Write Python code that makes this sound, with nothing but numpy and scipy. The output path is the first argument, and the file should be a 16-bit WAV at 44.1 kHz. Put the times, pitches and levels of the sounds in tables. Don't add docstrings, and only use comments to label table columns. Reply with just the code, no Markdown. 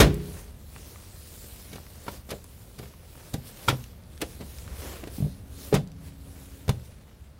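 import sys
import numpy as np
from scipy import signal
from scipy.fft import rfft, irfft, next_fast_len
from scipy.io import wavfile
from scipy.ndimage import uniform_filter1d, map_coordinates

SR = 44100
rng = np.random.default_rng(int(sys.argv[2]) if len(sys.argv) > 2 else 0)


def dump_mix(stems):
    frames = np.atleast_2d(stems).T
    limited = np.clip(frames, -1, 1)
    pcm = np.round(limited * 32767).astype(np.int16)
    wavfile.write(sys.argv[1], SR, pcm)


N = 325899
TIME = np.arange(N) / SR
RING = np.arange(2 ** 13) / SR


def amp(db):
    return 10 ** (np.asarray(db) / 20)


def unit(x):
    return x / np.sqrt(np.mean(x ** 2) + 1e-20)


def burst(x):
    energy_of_10_ms = SR / 100
    return x / np.sqrt(np.sum(x ** 2) / energy_of_10_ms + 1e-20)


def along(points, hz):
    f, value = np.transpose(points)
    return np.interp(np.log(hz + 1), np.log(f + 1), value)


def curves(rows):
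    s, *columns = np.transpose(rows)
    return [np.interp(TIME, s, column) for column in columns]


def wobble(rate):
    knots = rng.standard_normal(int(N * rate / SR) + 4)
    return map_coordinates(knots, [TIME * rate])


def add(track, s, sound):
    part = track[max(round(s * SR), 0):][:len(sound)]
    part += sound[:len(part)]


def coloured(x, spectrum):
    size = 2 * next_fast_len(len(x) // 2 + 1)
    gain = amp(along(spectrum, np.fft.rfftfreq(size, 1 / SR)))
    cepstrum = irfft(np.log(gain))
    cepstrum[1:size // 2] *= 2
    cepstrum[size // 2 + 1:] = 0
    response = np.exp(rfft(cepstrum))
    return irfft(rfft(x, size) * response)[:len(x)]


def fade(t, t60):
    return np.exp(-np.log(1000) * t / t60)


def ring(modes, attack, t=RING, scatter_db=2):
    hz, db, t60 = np.transpose(modes)[:, :, None]
    gain = amp(db + scatter_db * rng.standard_normal(hz.shape))
    phase = 2 * np.pi * rng.random(hz.shape)
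    partials = gain * fade(t, t60) * np.sin(2 * np.pi * hz * t + phase)
    onset = 1 - np.exp(-t / attack)
    return burst(partials.sum(0) * onset)


def clatter(spectrum, scrape, t60, spiky=0.54, t=RING):
    force = rng.standard_normal(len(t)) * np.exp(spiky * rng.standard_normal(len(t)))
    decay = fade(np.maximum(t - scrape, 0), t60)
    return burst(coloured(force * decay, spectrum))


def thud(hz, cycles, attack):
    onset = 1 - np.exp(-RING / attack)
    return burst(np.sin(2 * np.pi * hz * RING) * fade(RING, cycles / hz) * onset)


# t/s, relative level/dB
HUM_COURSE = [(0.4, -45.5), (0.8, -48), (3.2, -49), (4.1, -47), (4.75, -44), (6.3, -47.5), (7.39, -52)]
# f/Hz, relative level/dB
RUMBLE_SPECTRUM = [(20, -19), (40, -4.5), (72, 1), (120, -9), (225, -15.5), (300, -25), (490, -26.5),
                   (900, -34), (2500, -43.5), (15000, -65)]


def hum():
    level_db, = curves(HUM_COURSE)
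    swell = amp(-4.5 + 2 * wobble(2.87))
    tone = swell * np.sin(2 * np.pi * 70 * TIME + 1.0 * wobble(3.4))
    rumble = amp(2.0) * unit(coloured(rng.standard_normal(N), RUMBLE_SPECTRUM))
    return amp(level_db) * (tone + rumble)


# f/Hz, t60/s
CABIN_DECAY = [(80, 0.48), (400, 0.25), (1500, 0.13), (5000, 0.19), (14000, 0.14)]


def cabin(x):
    noise = rng.standard_normal(2 * len(RING))
    hz, t, z = signal.stft(noise, SR, nperseg=256)
    decay = fade(t, along(CABIN_DECAY, hz)[:, None])
    tail = signal.istft(z * decay, SR, nperseg=256)[1]
    tail = tail * (1 - np.exp(-np.arange(len(tail)) / SR / 0.0033))
    return signal.fftconvolve(x, tail / np.linalg.norm(tail))[:N]


# peak t/s, rise/s, fall/s, relative upholstery level/dB, relative sleeve level/dB
ARM_STROKES = [(.34, 0.24, .15, -53.5, -51), (.8, .22, 0.66, -59, -54), (1.59, 0.63, 0.27, -58.5, -50),
               (2.125, 0.24, 0.097, -54.5, -50.5), (2.34, 0.084, 0.11, -63, -55),
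               (2.6, 0.29, 0.26, -66, -57), (2.82, 0.089, 0.14, -60.5, -56), (3.27, 0.28, 0.24, -57.5, -54),
               (3.48, .043, 0.043, -56.5, -48.5), (3.65, 0.14, 0.23, -53, -49),
               (4.32, 0.19, 0.06, -59, -53.5), (4.56, 0.25, .18, -57, -52), (4.84, 0.13, .21, -45, -47),
               (5.16, .065, .11, -56.5, -48), (5.31, .09, 0.15, -69, -59.5),
               (5.655, .14, .115, -53.5, -48.2), (6.08, 0.08, 0.025, -57, -55.5),
               (6.4, .31, 0.6, -60.5, -57), (6.86, .03, .04, -74, -60.5)]
# relative upholstery level/dB, relative sleeve level/dB
ARM_AT_REST = (-65, -72.5)
STROKE_EDGE_DB, STROKE_SHAPE = 10, 1.44


def stroke_levels():
    t = TIME[::100]
    power = amp(ARM_AT_REST)[:, None] ** 2
    for s, rise, fall, *levels_db in ARM_STROKES:
        away = np.maximum((s - t) / rise, (t - s) / fall)
        stroke_db = np.array(levels_db)[:, None] - STROKE_EDGE_DB * away ** STROKE_SHAPE
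        power = power + amp(stroke_db) ** 2
    return curves(np.column_stack([t, *(10 * np.log10(power))]))


def rub(spectrum, patchy_db, grain):
    slips = rng.standard_normal(N) * np.exp(grain * rng.standard_normal(N))
    z = signal.stft(slips, nperseg=512)[2]
    patches = uniform_filter1d(rng.standard_normal(z.shape), size=16, axis=0)
    patches = uniform_filter1d(patches, size=14, axis=1)
    patchy = signal.istft(z * amp(patchy_db * unit(patches)), nperseg=512)[1][:N]
    return unit(coloured(patchy, spectrum))


# f/Hz, relative level/dB
COVER_SPECTRUM = [(100, -1.5), (330, 8.5), (520, 8), (800, 1), (1800, -2.5), (3500, -6), (8000, -15),
                  (15000, -29)]
# f/Hz, relative level/dB
SLEEVE_SPECTRUM = [(800, -16), (2300, -3.5), (4200, 0.5), (7000, -1), (10300, 2), (15500, -0.5)]


def cloth():
    upholstery_db, sleeve_db = stroke_levels()
    scuffs_db = 1.0 * wobble(25) + 1.6 * wobble(140)
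    cover_gain = amp(upholstery_db + 2.5 + scuffs_db)
    sleeve_gain = amp(sleeve_db + 2.5 + 0.51 * wobble(18))
    cover = cover_gain * rub(COVER_SPECTRUM, patchy_db=1.13, grain=0.62)
    sleeve = sleeve_gain * rub(SLEEVE_SPECTRUM, patchy_db=2.0, grain=0.51)
    return cover + sleeve


# t/s, level/dB, centre f/Hz
SETTLING_TICKS = [(0.143, -44.5, 11000), (0.7621, -47, 1190), (0.959, -50.5, 1180), (1.783, -47, 647),
                  (1.866, -54, 2000), (2.442, -50, 11000), (2.443, -52.5, 450), (2.857, -57, 2000),
                  (2.938, -56, 900), (3.154, -53, 550), (3.572, -53.5, 3220), (3.8403, -48.5, 3200),
                  (4.003, -63, 1200), (4.037, -63, 3000), (4.177, -53.5, 3000), (4.585, -49, 3500),
                  (4.678, -48.5, 1200), (5.039, -45, 1100), (5.8744, -57.5, 4900), (5.9178, -57.5, 4900)]
RETICK_S, RETICK_LOSS_DB = 0.0051, 12.5


def ticks():
    out = np.zeros(N)
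    for s, db, hz in SETTLING_TICKS:
        colour = [(hz / 8, -26), (hz / 2, -5), (hz, 0), (hz * 2, -8), (hz * 8, -30)]
        for k in range(2):
            tick = clatter(colour, scrape=0.00086, t60=0.0081)
            add(out, s + k * RETICK_S, amp(db - k * RETICK_LOSS_DB) * tick)
    return out


# t/s, level/dB, upper limit of the force f/Hz
LATCH_STRIKES = [(2.0807, -35, 800), (3.6839, -17.5, 5000)]
# f/Hz, relative level/dB, t60/s
HOOK_MODES = [(933, 1, 0.026), (1197, -9, .025), (1367, 3.5, 0.034), (2360, -2, .022), (3300, -7, 0.05),
              (3700, -5, 0.033), (4380, -16, 0.023)]


def latch():
    out = np.zeros(N)
    for s, db, top_hz in LATCH_STRIKES:
        modes = []
        for hz, level_db, t60 in HOOK_MODES:
            modes.append((hz, level_db - 10 * np.log10(1 + (hz / top_hz) ** 6), t60))
        add(out, s, amp(db) * ring(modes, attack=0.00073, scatter_db=1))
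    return out


# onset t/s, f/Hz, level/dB, t60/s
BACKREST_TONES = [(5.248, 274.5, -53, 65), (5.727, 439.5, -15, 0.11), (5.742, 185.7, -47.5, 3.4),
                  (5.738, 160, -37.5, 1.74)]


def backrest():
    out = np.zeros(N)
    for s, hz, db, t60 in BACKREST_TONES:
        add(out, s, amp(db) * np.sin(2 * np.pi * hz * TIME) * fade(TIME, t60))
    locked_s = BACKREST_KNOCKS[-1][0]
    return out * fade(np.maximum(TIME - locked_s, 0), t60=0.11)


# f/Hz, relative level/dB, t60/s
PANEL_MODES = [(376, -5, 0.05), (435, 2, 0.043), (490, -5.5, 0.069), (534, -2, 0.039), (619, -0.5, 0.029),
               (793, -10.5, 0.062)]
# f/Hz, relative level/dB, t60/s
FRAME_MODES = [(1087, -3, 0.087), (1215, 6.5, 0.032), (1543, -7, 0.041), (1940, -1, 0.023), (2260, 6, 0.04),
               (2990, -5.5, 0.021), (3520, -10, 0.15), (4940, -9, .08)]
# f/Hz, relative level/dB
PADDING_SPECTRUM = [(25, -19.5), (55, -3), (150, 4.5), (260, -3.5), (400, -20), (900, -36), (3000, -62)]
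TRIM_SPECTRUM = [(100, -16), (280, 1.5), (480, 1.5), (680, -3.5), (1000, -14), (3000, -47.5)]
STEEL_SPECTRUM = [(300, -28), (750, 0), (1300, 3), (2400, 1), (3800, -3.5), (6000, -11.5), (10000, -22),
                  (15000, -28)]
SNAP_SPECTRUM = [(600, -31), (2000, -4), (3600, 5), (5500, 2), (8000, -1), (11000, -0.5), (15500, -7.5)]
SNAP_SHARE = 0.45
PANEL_DULLS, SNAP_DULLS = 0.41, 1.4


def blow(thud_db, thud_hz, panel_db, steel_db, snap_db, scrape, lag=0, dull_db=0):
    mass = thud(thud_hz, cycles=7.6, attack=0.00082)
    mass = mass + amp(-4.5) * clatter(PADDING_SPECTRUM, scrape, t60=0.088)
    panel = amp(-3) * ring(PANEL_MODES, attack=0.00062)
    panel = panel + amp(-1.5) * clatter(TRIM_SPECTRUM, scrape, t60=0.046)
    frame = amp(-9.5) * ring(FRAME_MODES, attack=0.0007)
    frame = frame + amp(-1.5) * clatter(STEEL_SPECTRUM, scrape, t60=0.062)
    snap = clatter(SNAP_SPECTRUM, SNAP_SHARE * scrape, t60=0.033, spiky=0.48)
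    bite = 1 - np.exp(-RING / 0.0012)
    hard = amp(steel_db - dull_db) * frame + amp(snap_db - SNAP_DULLS * dull_db) * snap
    soft = amp(thud_db - 1.5) * mass + amp(panel_db - PANEL_DULLS * dull_db) * panel
    out = bite * hard
    add(out, lag, soft)
    return out


# relative thud level/dB, thud f/Hz, then relative levels of
# trim panel/dB, steel frame/dB and snap/dB, scrape/s (negative: no scraping)
STRONGEST_JOLT = (-20, 130, -44.5, -66, -72, -0.1)
SHUDDER_S, JOLT_GAP_S = 5.183, 0.0205
SHUDDER_EDGE_DB, JOLT_SPREAD = 11, 0.3


def shudder(count=5):
    out = np.zeros(N)
    thud_db, thud_hz, *parts = STRONGEST_JOLT
    for k, place in enumerate(np.linspace(-1, 1, count)):
        hz = thud_hz * np.exp(JOLT_SPREAD * rng.standard_normal())
        jolt = blow(thud_db - SHUDDER_EDGE_DB * place ** 2, hz, *parts)
        add(out, SHUDDER_S + k * JOLT_GAP_S, jolt)
    return out


# t/s, play/s, first touch relative to the knock/dB, body lag/s,
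# relative thud level/dB, thud f/Hz, relative levels of trim panel/dB, steel frame/dB and snap/dB,
# scrape/s, rebound relative to the knock/dB
BACKREST_KNOCKS = [(1.729, .015, -9, 0, -40, 194, -45.5, -45, -46, 0.013, -8),
                   (1.755, .007, -14, 0.0003, -42.5, 185, -44.5, -46.5, -48.5, .011, -4),
                   (2.079, .015, -10.5, 0.0015, -35.5, 209, -36.5, -37, -52, 0.0065, -10),
                   (2.3041, .015, -11, 0.012, -35.5, 198, -30.5, -35.5, -36, 0.021, -9),
                   (2.787, 0.0062, -12, .009, -33, 151, -43.5, -46, -45.5, .009, -12),
                   (2.829, 0.0036, -11, 0, -45, 190, -45, -48.5, -64, 0.0097, -12),
                   (3.3378, 0.0051, -14, 0.0033, -25.5, 118, -33.5, -42.5, -35, 0.0088, -12),
                   (3.6848, 0.0069, -8.5, .003, -21, 121, -24.5, -22, -26.5, 0.018, -3),
                   (4.2145, 0.0088, -17.5, 0.0065, -34, 200, -26.5, -31.5, -30, .011, -15),
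                   (4.406, .005, -7.5, .002, -34.5, 199, -40, -46, -52, 0.02, -11),
                   (5.034, .003, -18, 0, -39.5, 342, -42, -54, -69, .0025, -22),
                   (5.072, .003, -22, 0.00035, -41.5, 335, -42, -47, -49, 0.007, -20),
                   (5.7253, .008, -20, .001, -31, 350, -22.5, -34, -73, .007, -22),
                   (5.74, 0.0064, -14, 0, -14, 151, -21.5, -25, -28.5, .025, -10),
                   (6.6915, 0.012, -11, 0, -16, 128, -28, -29.5, -30.5, .001, -24)]
REBOUND_S, REBOUND_DULL_DB = 0.042, 21


def knocks():
    out = np.zeros(N)
    for s, play, touch_db, lag, thud_db, *contact, rebound_db in BACKREST_KNOCKS:
        add(out, s - play, amp(touch_db) * blow(thud_db, *contact))
        add(out, s, blow(thud_db, *contact, lag=lag))
        rebound = blow(thud_db, *contact, dull_db=REBOUND_DULL_DB)
        add(out, s + REBOUND_S, amp(rebound_db) * rebound)
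    return out


DROP_S = 0.00046
# f/Hz, relative level/dB, t60/s
FLOOR_MODES = [(56, 4.5, 0.44), (98, -0.5, 0.46), (148, 0.5, 0.65), (179.4, -5, 0.83), (232.5, -8, .35),
               (291.7, 4, 0.29), (345.3, -7.5, 0.53), (411.6, -5.5, 0.73)]
# f/Hz, relative level/dB
BOOM_SPECTRUM = [(40, -22.5), (150, 3), (260, -2), (430, -4.5), (620, -19.5), (1500, -43.5)]


def floor_boom():
    out, t = np.zeros(N), TIME[:SR]
    modes = amp(-7.5) * ring(FLOOR_MODES, attack=0.0062, t=t, scatter_db=0.5)
    boom = amp(-15.5) * clatter(BOOM_SPECTRUM, scrape=0.02, t60=0.68, t=t)
    jangle_gain = amp(-26.5 + 1.9 * wobble(130)[:SR])
    jangle = jangle_gain * clatter(STEEL_SPECTRUM, scrape=0.023, t60=0.46, t=t)
    add(out, DROP_S, modes + boom + jangle)
    return out


# relative thud level/dB, thud f/Hz, then relative levels of
# trim panel/dB, steel frame/dB and snap/dB, scrape/s
FIRST_CONTACT = (-11, 139.5, -12.5, -11.5, -15.5, 0.0171)
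DROP_GAP_S, GAP_GROWS = 0.0105, 1.28
DROP_LOSS_DB, DROP_DULL_DB, DROP_SINKS = 2.24, 4, 0.79


def drop(count=5):
    out, s = np.zeros(N), DROP_S
    thud_db, thud_hz, *parts = FIRST_CONTACT
    for k in range(count):
        contact = blow(thud_db, thud_hz * DROP_SINKS ** k, *parts, dull_db=DROP_DULL_DB * k)
        add(out, s, amp(-DROP_LOSS_DB * k) * contact)
        s += DROP_GAP_S * GAP_GROWS ** k
    return out


def scene():
    seat = drop() + knocks() + shudder() + latch() + ticks()
    background = cloth() + hum()
    mono = seat + amp(-13) * cabin(seat) + floor_boom() + backrest() + background
    return np.array([mono, mono])


def record(dry, ceiling=0.51, low_cut_hz=28, top_hz=15800):
    clipped = dry / (1 + (dry / ceiling) ** 6) ** (1 / 6)
    size = next_fast_len(N + SR // 2)
    hz = np.fft.rfftfreq(size, 1 / SR)
    high_pass = 1j * hz / (low_cut_hz + 1j * hz)
    return irfft(rfft(clipped, size) * high_pass * (hz < top_hz), size)[:, :N]


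dry = scene()
out = record(dry)
dump_mix(out)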